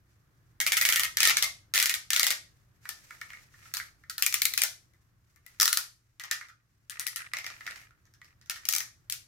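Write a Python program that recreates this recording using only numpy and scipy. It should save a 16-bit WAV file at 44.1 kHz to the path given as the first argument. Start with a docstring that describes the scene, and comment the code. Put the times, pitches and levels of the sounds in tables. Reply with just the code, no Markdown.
"""A quiet, carpeted room; about a metre from a phone's two microphones a child folds a plastic toy robot.
Ratchet joints step, panels knock and catches snap: each contact cracks, rings the hard, hollow shell
and shakes loose parts. Sleeves rub on the toy as it is turned in the hands. The small room answers
with two close echoes and a short tail; room tone and a faint mains hum lie underneath."""
import sys
import numpy as np
from scipy import signal
from scipy.fft import rfft, irfft, next_fast_len
from scipy.io import wavfile
from scipy.ndimage import uniform_filter1d

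SR = 44100
rng = np.random.default_rng(int(sys.argv[2]) if len(sys.argv) > 2 else 0)


def transcribe(signal):
    """Save signal, clipped to [-1, 1], as a 16-bit WAV file at the path in sys.argv[1]."""
    frames = np.atleast_2d(signal).T
    limited = np.clip(frames, -1, 1)
    pcm = np.round(limited * 32767).astype(np.int16)
    wavfile.write(sys.argv[1], SR, pcm)


N = 408807

# colour of the room tone: (frequency [Hz], gain [dB])
AIR_COLOUR = [(15, -44.5), (25, -14), (117, -4.5), (149, -12), (263, -25.5), (301, -20.5), (439, -29.5),
              (962, -34.5), (1100, -29.5), (1740, -31.5), (2480, -41), (8590, -51.5), (14000, -43),
              (16000, -51.5)]
# drift of the room tone: (time [s], relative level [dB])
AIR_DRIFT = [(0.0, -67.5), (1.16, -62.5), (2.04, -66), (4.3, -66), (6.4, -74), (7.5, -68.5), (9.27, -67)]
# colour of a sleeve on plastic: (frequency [Hz], gain [dB])
CLOTH_COLOUR = [(100, 0.5), (250, -6), (600, -6.5), (1000, -6.5), (1900, 4), (3200, -5), (6000, 0),
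                (10000, -8), (12700, -6.5), (16000, -14)]
# each fold works another joint or catch, whose voice holds until the next:
# (start [s], treble [dB], struck part's pitch [Hz], its ring [dB], shell re crack [dB],
#  shell centre [Hz], thump re crack [dB], rattle re contact [dB], pan to the left [dB])
FOLDS = [(.5, -3.5, 3200, 5.5, -5, 2134, -27.5, 1, -2), (1.1, -11, 3850, 1.5, -7, 2120, -28, 0, 0),
         (1.7, -10, 5900, -2, -8, 2140, -29.5, 1, -0.5), (2.05, -9, 3800, 2.5, -8.5, 2080, -30, -2, 1),
         (2.7, -9.5, 5320, 4, -6, 1760, -22.5, -4, 0.5), (3.6, -2.5, 4260, 7, -9, 1570, -42, -4, -1.5),
         (4.2, -3, 5700, 2.5, -6.5, 2400, -43.5, -7, 3), (4.4, 2.5, 4080, 10, -6.5, 2420, -50, -18.5, 2),
         (4.56, -7.5, 5750, -2, -7, 2400, -36.5, -10, 1.5),
         (4.63, -2, 5800, 3.5, -8, 2336, -25.5, -10.5, 4.5),
         (4.8, -4.5, 5840, 0, 1.5, 2010, -21.5, -4.5, 21),
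         (5.55, -2, 5100, 11.5, -10.5, 1614, -36, -10.5, -0.5),
         (5.65, -1, 4300, 5.5, -9, 1676, -34, -22, 0.5), (6.1, -14, 5800, 2, -1.5, 1894, -26, 1, -0.5),
         (6.8, -7.5, 9570, 6.5, -10, 1980, -40, 1.5, 5.5),
         (7.3, -15.5, 5200, 4.5, 2.5, 2220, -16.5, -7.5, -1.5),
         (7.95, -13, 5460, 8.5, -6.5, 1800, -27.5, 1, -4.5), (8.48, -13, 5760, 1.5, -8, 1784, -26.5, 2, 0),
         (8.62, -2.5, 5800, 6, -11, 2360, -32, -13, 2), (9.0, -3.5, 5220, 1, -16, 2300, -37, -10, 1.5)]
# swings of the ratchet joint: (start [s], teeth [count], first gap [s], middle gap [s], last gap [s])
SWINGS = [(.6018, 11, .063, .038, .0385), (1.1701, 6, .0339, .022, .0228), (1.3692, 2, .0553, .0553, .0553),
          (1.7379, 8, .0188, .0264, .0451), (2.104, 7, .0278, .034, .0377)]
# force of each swing: (relative crack level in mid-swing [dB], thump growth over the swing [dB])
SWING_FORCE = [(-17, -4), (-15, 12), (-13, 7), (-18, -9.5), (-16.5, 13.5)]
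# colour of a crack: (frequency [Hz], gain [dB])
CRACK_COLOUR = [(400, -31.5), (900, -24.5), (1300, -11), (2000, -4.5), (2900, -2.5), (3900, -0.5),
                (5000, 1), (6100, 3), (8000, 0), (10000, 1.5), (12300, 3.5), (15000, 2), (16000, -10.5)]
# modes of the hollow panels: (frequency [Hz], width [Hz], relative level [dB])
SHELL_MODES = [(1245, 63, 0), (1408, 180, 3), (1720, 61, -3.5), (1851, 47, -1.5), (1980, 57, -4),
               (2132, 91, -1.5), (2370, 140, -3.5), (2740, 320, -3)]
# low modes of the whole body: (frequency [Hz], width [Hz], relative level [dB])
BODY_MODES = [(120, 120, -10), (300, 150, -6.5), (516, 100, -9.5), (660, 110, -1), (830, 28, -5),
              (950, 120, -5.5)]
# decay of the room: (frequency [Hz], time to fall 60 dB [s])
ROOM_T60 = [(200, 0.59), (800, 0.27), (2000, 0.26), (5500, 0.3), (10000, 0.28), (15000, 0.16)]
# colour of the room's tail: (frequency [Hz], gain [dB])
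ROOM_COLOUR = [(200, -3.5), (800, 6), (2000, 2), (5500, 0), (10000, -2), (15000, 1)]
# the toy is turned in the hands: (start [s], length [s], sleeve rub [dB], jiggle of loose parts [dB])
TURNS = [(2.8, 0.53, -58.5, -74), (3.066, 0.36, -59, -62.5), (3.467, 0.37, -61, -60.5),
         (5.425, 0.22, -66, -70.5), (6.187, .24, -76.5, -54), (6.9, 0.35, -70.5, -47.5),
         (7.321, 0.48, -57, -55), (8.19, 0.1, -66.5, -69.5), (8.476, 0.23, -65, -62)]
# dull knocks of the panels: (time [s], relative shell level [dB], shell centre [Hz])
KNOCKS = [(2.854, -36.5, 1680), (3.1067, -37, 1720), (3.2135, -31, 1930), (3.3028, -39, 2080),
          (3.3324, -38, 2150), (3.5399, -49, 1910), (3.6546, -50, 1270), (3.7991, -30, 2080),
          (4.0365, -50, 1847), (6.4108, -35.5, 1946), (7.206, -39.5, 1760), (7.2506, -57, 1920),
          (7.3348, -25.5, 1980), (7.6078, -38, 1800), (7.6755, -29.5, 1990), (7.9069, -56.5, 1490),
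          (8.2154, -44.5, 1890), (8.5599, -39.5, 2000), (8.8035, -30.5, 1970)]
# catches and hinges snapping: (time [s], relative crack level [dB])
SNAPS = [(2.89, -29), (2.9074, -50), (3.2134, -44.5), (3.7384, -26.5), (3.7477, -36), (3.7691, -27),
         (4.0971, -30.5), (4.1803, -27.5), (4.223, -16.5), (4.2629, -17.5), (4.3248, -28.5), (4.3413, -18),
         (4.4182, -17), (4.4535, -16), (4.5367, -26), (4.5762, -18), (4.6177, -17.5), (4.6353, -18),
         (4.9354, -67.5), (5.3599, -60), (5.4636, -46.5), (5.5994, -17.5), (5.61, -15.5), (5.6178, -17),
         (5.629, -16), (5.6556, -17.5), (5.678, -17.5), (5.7285, -17), (5.772, -17.5), (6.1968, -38.5),
         (6.2368, -38), (6.3115, -22), (6.3434, -41), (6.485, -55), (6.897, -35), (6.9955, -28),
         (7.0668, -25), (7.1598, -29), (7.3348, -33.5), (7.3689, -33), (7.3857, -35.5), (7.4432, -38.5),
         (7.4644, -33.5), (7.5016, -43.5), (7.6653, -36.5), (7.7088, -42), (7.7591, -47), (7.8145, -60),
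         (8.0536, -62.5), (8.1378, -57.5), (8.245, -54.5), (8.4127, -56), (8.4595, -56.5), (8.4972, -25.5),
         (8.5588, -43.5), (8.653, -31.5), (8.6873, -17.5), (8.7095, -31), (8.725, -24), (8.7359, -22),
         (8.7498, -24), (8.762, -23), (8.7824, -25.5), (8.804, -30), (9.0982, -27), (9.123, -25.5)]
# the left microphone's colour over the right's: (frequency [Hz], gain [dB])
MIC_BALANCE = [(700, 2), (1290, -5), (2300, 1.5), (4400, 0), (8100, 5), (15000, 3.5)]

CONTACTS = sum(row[1] for row in SWINGS) + len(SNAPS) + len(KNOCKS)
CONTACT_SAMPLES, ROOM_SAMPLES = 3072, 18432
CONTACT_HZ = np.fft.rfftfreq(CONTACT_SAMPLES, 1 / SR)


def undb(db):
    """Decibels to gain."""
    return 10 ** (np.asarray(db) / 20)


def colour(points, hz):
    """Gain of a (frequency [Hz], gain [dB]) outline at the given frequencies."""
    f, db = np.transpose(points)
    return undb(np.interp(np.log(hz + 1), np.log(f), db))


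def unit(x):
    """Scale to unit energy along time."""
    return x / np.sqrt(np.sum(x ** 2, axis=-1, keepdims=True) + 1e-18)


def tint(x, points):
    """Filter by a (frequency [Hz], gain [dB]) outline."""
    size = next_fast_len(x.shape[-1])
    gain = colour(points, np.fft.rfftfreq(size, 1 / SR))
    return irfft(rfft(x, size) * gain, size)[..., :x.shape[-1]]


def place(times, sounds):
    """Lay stereo sounds on the time line."""
    out = np.zeros((2, N + sounds.shape[-1]))
    for start, sound in zip(np.clip(times * SR, 0, N).astype(int), sounds):
        out[:, start:start + sound.shape[-1]] += sound
    return out[:, :N]


def room_tone(hum_hz=116.3, hum_db=-74.5, alike_hz=450):
    """Low rumble, alike at both microphones, with thin unrelated hiss and a mains hum."""
    t = np.arange(N) / SR
    mid, side = rng.standard_normal((2, N))
    side = tint(side, [(alike_hz / 4, -11), (alike_hz, -5), (alike_hz * 3, 0)])
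    air = unit(tint(np.array([mid + side, mid - side]), AIR_COLOUR)) * np.sqrt(N)
    air_db = np.interp(t, *np.transpose(AIR_DRIFT)) + 1
    hum = np.sqrt(2) * np.sin(2 * np.pi * hum_hz * t)
    return undb(air_db) * air + undb(hum_db) * hum


def sleeves(grain_db=2, slip_db=3, grain_samples=400):
    """Cloth slides over plastic with a soft, uneven swish that catches quickly and slips slowly."""
    catches, slips = (uniform_filter1d(np.repeat(rng.standard_normal(N // k + 1), k), k)[:N]
                      for k in (grain_samples, 10 * grain_samples))
    friction = rng.standard_normal((2, N)) * undb(grain_db * catches + slip_db * slips)
    return unit(tint(friction, CLOTH_COLOUR)) * np.sqrt(N)


def fold_at(times):
    """Index of the fold that is under way."""
    return np.searchsorted([row[0] for row in FOLDS], times) - 1


def voiced(times, db, weight_db=0):
    """Contacts of one fold: harder ones are brighter, more crack than body; weight adds thump, rattle."""
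    fold = FOLDS[fold_at(times[0])]
    _, treble_db, part_hz, part_db, shell_db, shell_hz, thump_db, rattle_db, pan_db = fold
    force_db = db - np.mean(db)
    treble_db = treble_db + .3 * force_db
    shell_db = db + shell_db - .083 * force_db
    thump_db = db + thump_db + weight_db - .4 * force_db
    rattle_db = rattle_db + .74 * weight_db - .32 * force_db
    return np.broadcast_arrays(times, db, treble_db, part_hz, part_db,
                               shell_db, shell_hz, thump_db, rattle_db, pan_db)


def ratchet(ease_db=4):
    """The pawl drops over tooth after tooth as the joint changes speed smoothly, hardest in mid-swing."""
    swings = []
    for (start, teeth, *gaps_s), (peak_db, growth_db) in zip(SWINGS, SWING_FORCE):
        gaps = np.polyval(np.polyfit([-1, 0, 1], gaps_s, 2), np.linspace(-1, 1, teeth - 1))
        times = start + np.cumsum(np.append(0, gaps))
        along = np.linspace(-1, 1, teeth)
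        swings.append(voiced(times, peak_db - ease_db * along ** 2, weight_db=growth_db * along / 2))
    return np.hstack(swings)


def bursts(decay_s, rise_s=.00078, apart=.34, lag_s=.00004):
    """Spectra of one short burst per contact; the microphones hear it partly alike, a moment apart."""
    t = np.arange(CONTACT_SAMPLES // 6) / SR
    noise = rng.standard_normal((CONTACTS, 3, len(t)))
    heard = noise[:, :1] + apart * noise[:, 1:]
    envelope = np.exp(-t / decay_s) * (1 - np.exp(-t / rise_s))
    lag = lag_s * rng.standard_normal((CONTACTS, 1, 1)) * np.array([[1], [-1]]) + 4 * lag_s
    return rfft(heard * envelope, CONTACT_SAMPLES) * np.exp(-2j * np.pi * CONTACT_HZ * lag)


def cracks(strike, treble_db, part_hz, part_db, part_width=.12, shelf_hz=7500):
    """Dense, heavily damped modes of the small struck part, one of which stands out."""
    shelf_db = np.clip(treble_db, -20, 10) / (1 + (shelf_hz / (CONTACT_HZ + 1)) ** 4)
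    peak_db = part_db / (1 + ((CONTACT_HZ / part_hz - 1) / part_width) ** 2)
    return unit(irfft(strike * colour(CRACK_COLOUR, CONTACT_HZ) * undb(shelf_db + peak_db)))


def rings(modes, centre_hz, reach_hz, grip=.024, rough=.6):
    """Modes ring from one push and a little scuffing; the spot struck favours those around one pitch."""
    f = CONTACT_HZ[:CONTACT_SAMPLES // 6] + 1
    chance = rng.standard_normal((CONTACTS, 2, len(modes), 1))
    hz, width, db = np.transpose(modes)[:, :, None]
    hz = hz * (1 + grip * chance[:, 0])  # the grip detunes the modes
    weight = np.sign(chance[:, 1]) * undb(db) / np.sqrt(width) / (1 + ((hz - centre_hz) / reach_hz) ** 2)
    radiation = 1 / (1 + (hz / f / 2) ** 6)  # a panel radiates little below its own mode
    ring = np.sum(weight * radiation / (1 + 1j * (f - hz ** 2 / f) / width), axis=1, keepdims=True)
    push = np.exp(-2j * np.pi * f / 1000)  # peaks 1 ms into the contact
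    scuff = bursts(decay_s=.0019, apart=.9, lag_s=.00002)[..., :len(f)]
    scuff /= np.std(scuff, axis=-1, keepdims=True)
    return unit(irfft(ring * (push + rough * scuff), CONTACT_SAMPLES))


def rattles(sound, first_s=.005, last_s=.022, fade_s=.012, scatter_db=5, decay_s=.0017, count=6):
    """Loose parts land one after another just after each contact, each a burst, ever more softly."""
    chance = rng.random((CONTACTS, 2, count))
    delay = first_s + (last_s - first_s) * (np.arange(count) + chance[:, 0]) / count
    size = np.exp(-delay / fade_s) * undb(scatter_db * (2 * chance[:, 1] - 1))
    landings = np.zeros((CONTACTS, CONTACT_SAMPLES))
    np.put_along_axis(landings, (delay * SR).astype(int), size, axis=1)
    envelope = signal.lfilter([1], [1, -np.exp(-1 / (decay_s * SR))], landings)[:, None]
    noise = rng.standard_normal((CONTACTS, 3, CONTACT_SAMPLES))
    clatter = unit(envelope * (noise[:, :1] + noise[:, 1:]))
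    return irfft(rfft(sound) * rfft(clatter))


def room(sounds, near_s=.0099, wall_s=.0156, build_s=.0013, sway_s=.00021, count=16):
    """Two near surfaces echo over a short diffuse tail; the echoes shift as the toy is moved."""
    t = np.arange(ROOM_SAMPLES) / SR
    hz = np.fft.rfftfreq(len(t), 1 / SR)
    noise = rfft(rng.standard_normal((count, 2, len(t)))) * colour(ROOM_COLOUR, hz)
    centres, t60s = np.transpose(ROOM_T60)
    tail = 0
    for share, t60 in zip(np.eye(len(centres)), t60s):
        band = irfft(noise * np.interp(np.log(hz + 1), np.log(centres), share))
        tail = tail + band * np.exp(-np.log(1000) * t / t60)
    responses = undb(-4.5) * unit(tail * (1 - np.exp(-(t / build_s) ** 2)))
    for response, sway in zip(responses, sway_s * rng.standard_normal(count)):
        response[0, int((near_s + sway) * SR)] += undb(-15)  # nearest surface faces the left microphone
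        response[:, int((wall_s - sway) * SR)] += undb(-20)
    return irfft(rfft(sounds, len(t)) * rfft(responses)[np.arange(len(sounds)) % count])


def turning(attack_s=.078, release_s=.06):
    """Gains of the sleeve rub and of the jiggle: each turn of the toy swells, holds and dies away."""
    t = np.arange(N) / SR
    gains = np.zeros((2, N))
    for start, length, *db in TURNS:
        swell = np.clip((t - start) / attack_s, 0, 1)
        fade = np.exp(-np.maximum(t - start - length, 0) / release_s)
        gains = np.maximum(gains, undb(db)[:, None] * swell * fade)
    return gains


def jiggle(taps_per_s=120, scatter_db=5, tick_db=-14, parts=4):
    """Many tiny contacts of a few loose parts tick and ring the panels, each part in its own way."""
    taps = (rng.random((parts, 1, N)) < taps_per_s / parts / SR) * undb(scatter_db * rng.standard_normal(N))
    t = np.arange(CONTACT_SAMPLES) / SR
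    hz, width, db = np.transpose(SHELL_MODES)[:, :, None]
    phase = 2 * np.pi * rng.random((parts, 2, len(SHELL_MODES), 1))
    modes = undb(db) * hz / hz.mean() * np.sin(2 * np.pi * hz * t + phase) * np.exp(-np.pi * width * t)
    # panels radiate only around their modes
    ring = tint(modes.sum(axis=2), [(700, -25.5), (1200, 4), (2600, 7.5), (4000, -18.5)])
    tick = rng.standard_normal((parts, 2, len(t))) * np.exp(-t / .003)
    tick = tint(tick, [(1000, -33), (3000, 10), (6500, .5), (14000, -16.5)])
    tapping = signal.oaconvolve(taps, unit(ring) + undb(tick_db) * unit(tick), axes=2)
    return unit(tapping.sum(axis=0)[:, :N]) * np.sqrt(N)


def knocks(treble_db=-12.5, part_hz=4400, part_db=3.5, rattle_db=-11, pan_db=0):
    """Panels bump together: nearly all shell, with little crack or thump."""
    times, shell_db, shell_hz = np.transpose(KNOCKS)
    crack_db, thump_db = shell_db - 13.5, shell_db - 33.5
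    return np.array(np.broadcast_arrays(times, crack_db, treble_db, part_hz, part_db,
                                        shell_db, shell_hz, thump_db, rattle_db, pan_db))


def snaps():
    """Catches and hinges snap, each with the voice of the part that is being folded."""
    times, db = np.transpose(SNAPS)
    fold = fold_at(times)
    return np.hstack([voiced(times[fold == k], db[fold == k]) for k in np.unique(fold)])


def toy(facing_db=1.5):
    """Each contact cracks, rings the panels, thumps the body and shakes loose parts; the room answers."""
    contacts = np.hstack([ratchet(), snaps(), knocks()])[:, :, None, None]
    times, crack_db, treble_db, part_hz, part_db, shell_db, shell_hz, thump_db, rattle_db, pan_db = contacts
    # no two contacts are quite alike in colour or direction
    treble_scatter, pitch_scatter, pan_scatter = rng.standard_normal((CONTACTS, 3)).T[:, :, None, None]
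    treble_db = treble_db - treble_scatter
    part_hz = part_hz * np.exp(.055 * pitch_scatter)
    pan_db = pan_db - .5 * pan_scatter
    span = np.sqrt(.004 * SR)  # levels are energies spread over 4 ms
    crack = span * undb(crack_db - 1) * cracks(bursts(decay_s=.0014), treble_db, part_hz, part_db)
    # summed over all directions, a crack has the smooth spectrum of a single impulse
    impulse = rfft(signal.unit_impulse(CONTACT_SAMPLES, SR // 1000))
    all_round = span * undb(crack_db - .1) * cracks(impulse, treble_db, part_hz, part_db)
    shell = span * undb(shell_db - 4) * rings(SHELL_MODES, shell_hz, reach_hz=358)
    thump = span * undb(thump_db - 1) * rings(BODY_MODES, centre_hz=645, reach_hz=900)
    loose = undb(rattle_db) * rattles(undb(-6.5) * all_round + undb(3.5) * shell)
    sides = undb(pan_db * np.array([[1], [-1]]) / 2)
    sides = np.sqrt(2) * sides / np.linalg.norm(sides, axis=1, keepdims=True)
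    direct = (crack + undb(facing_db) * shell + thump) * sides + loose  # the panels face the microphones
    reflected = room(all_round + shell + thump + loose)
    return place(times.ravel(), direct) + place(times.ravel(), reflected)


def scene(resting_rub_db=-77.5):
    """The toy a metre from two microphones of slightly different colour, over sleeves and room tone."""
    rub, shake = turning()
    left, right = toy() + shake * jiggle()
    half_balance = np.array(MIC_BALANCE) / [1, 2]
    plastic = np.array([tint(left, half_balance), tint(right, half_balance * [1, -1])])
    cloth = np.maximum(rub, undb(resting_rub_db)) * sleeves()
    return plastic + cloth + room_tone()


def record(dry):
    """The phone clips peaks at full scale and cuts the treble above 16 kHz."""
    lowpass = signal.ellip(8, .2, 70, 16000, fs=SR, output="sos")
    return signal.sosfilt(lowpass, np.clip(dry, -1, 1))


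dry = scene()
out = record(dry)
transcribe(out)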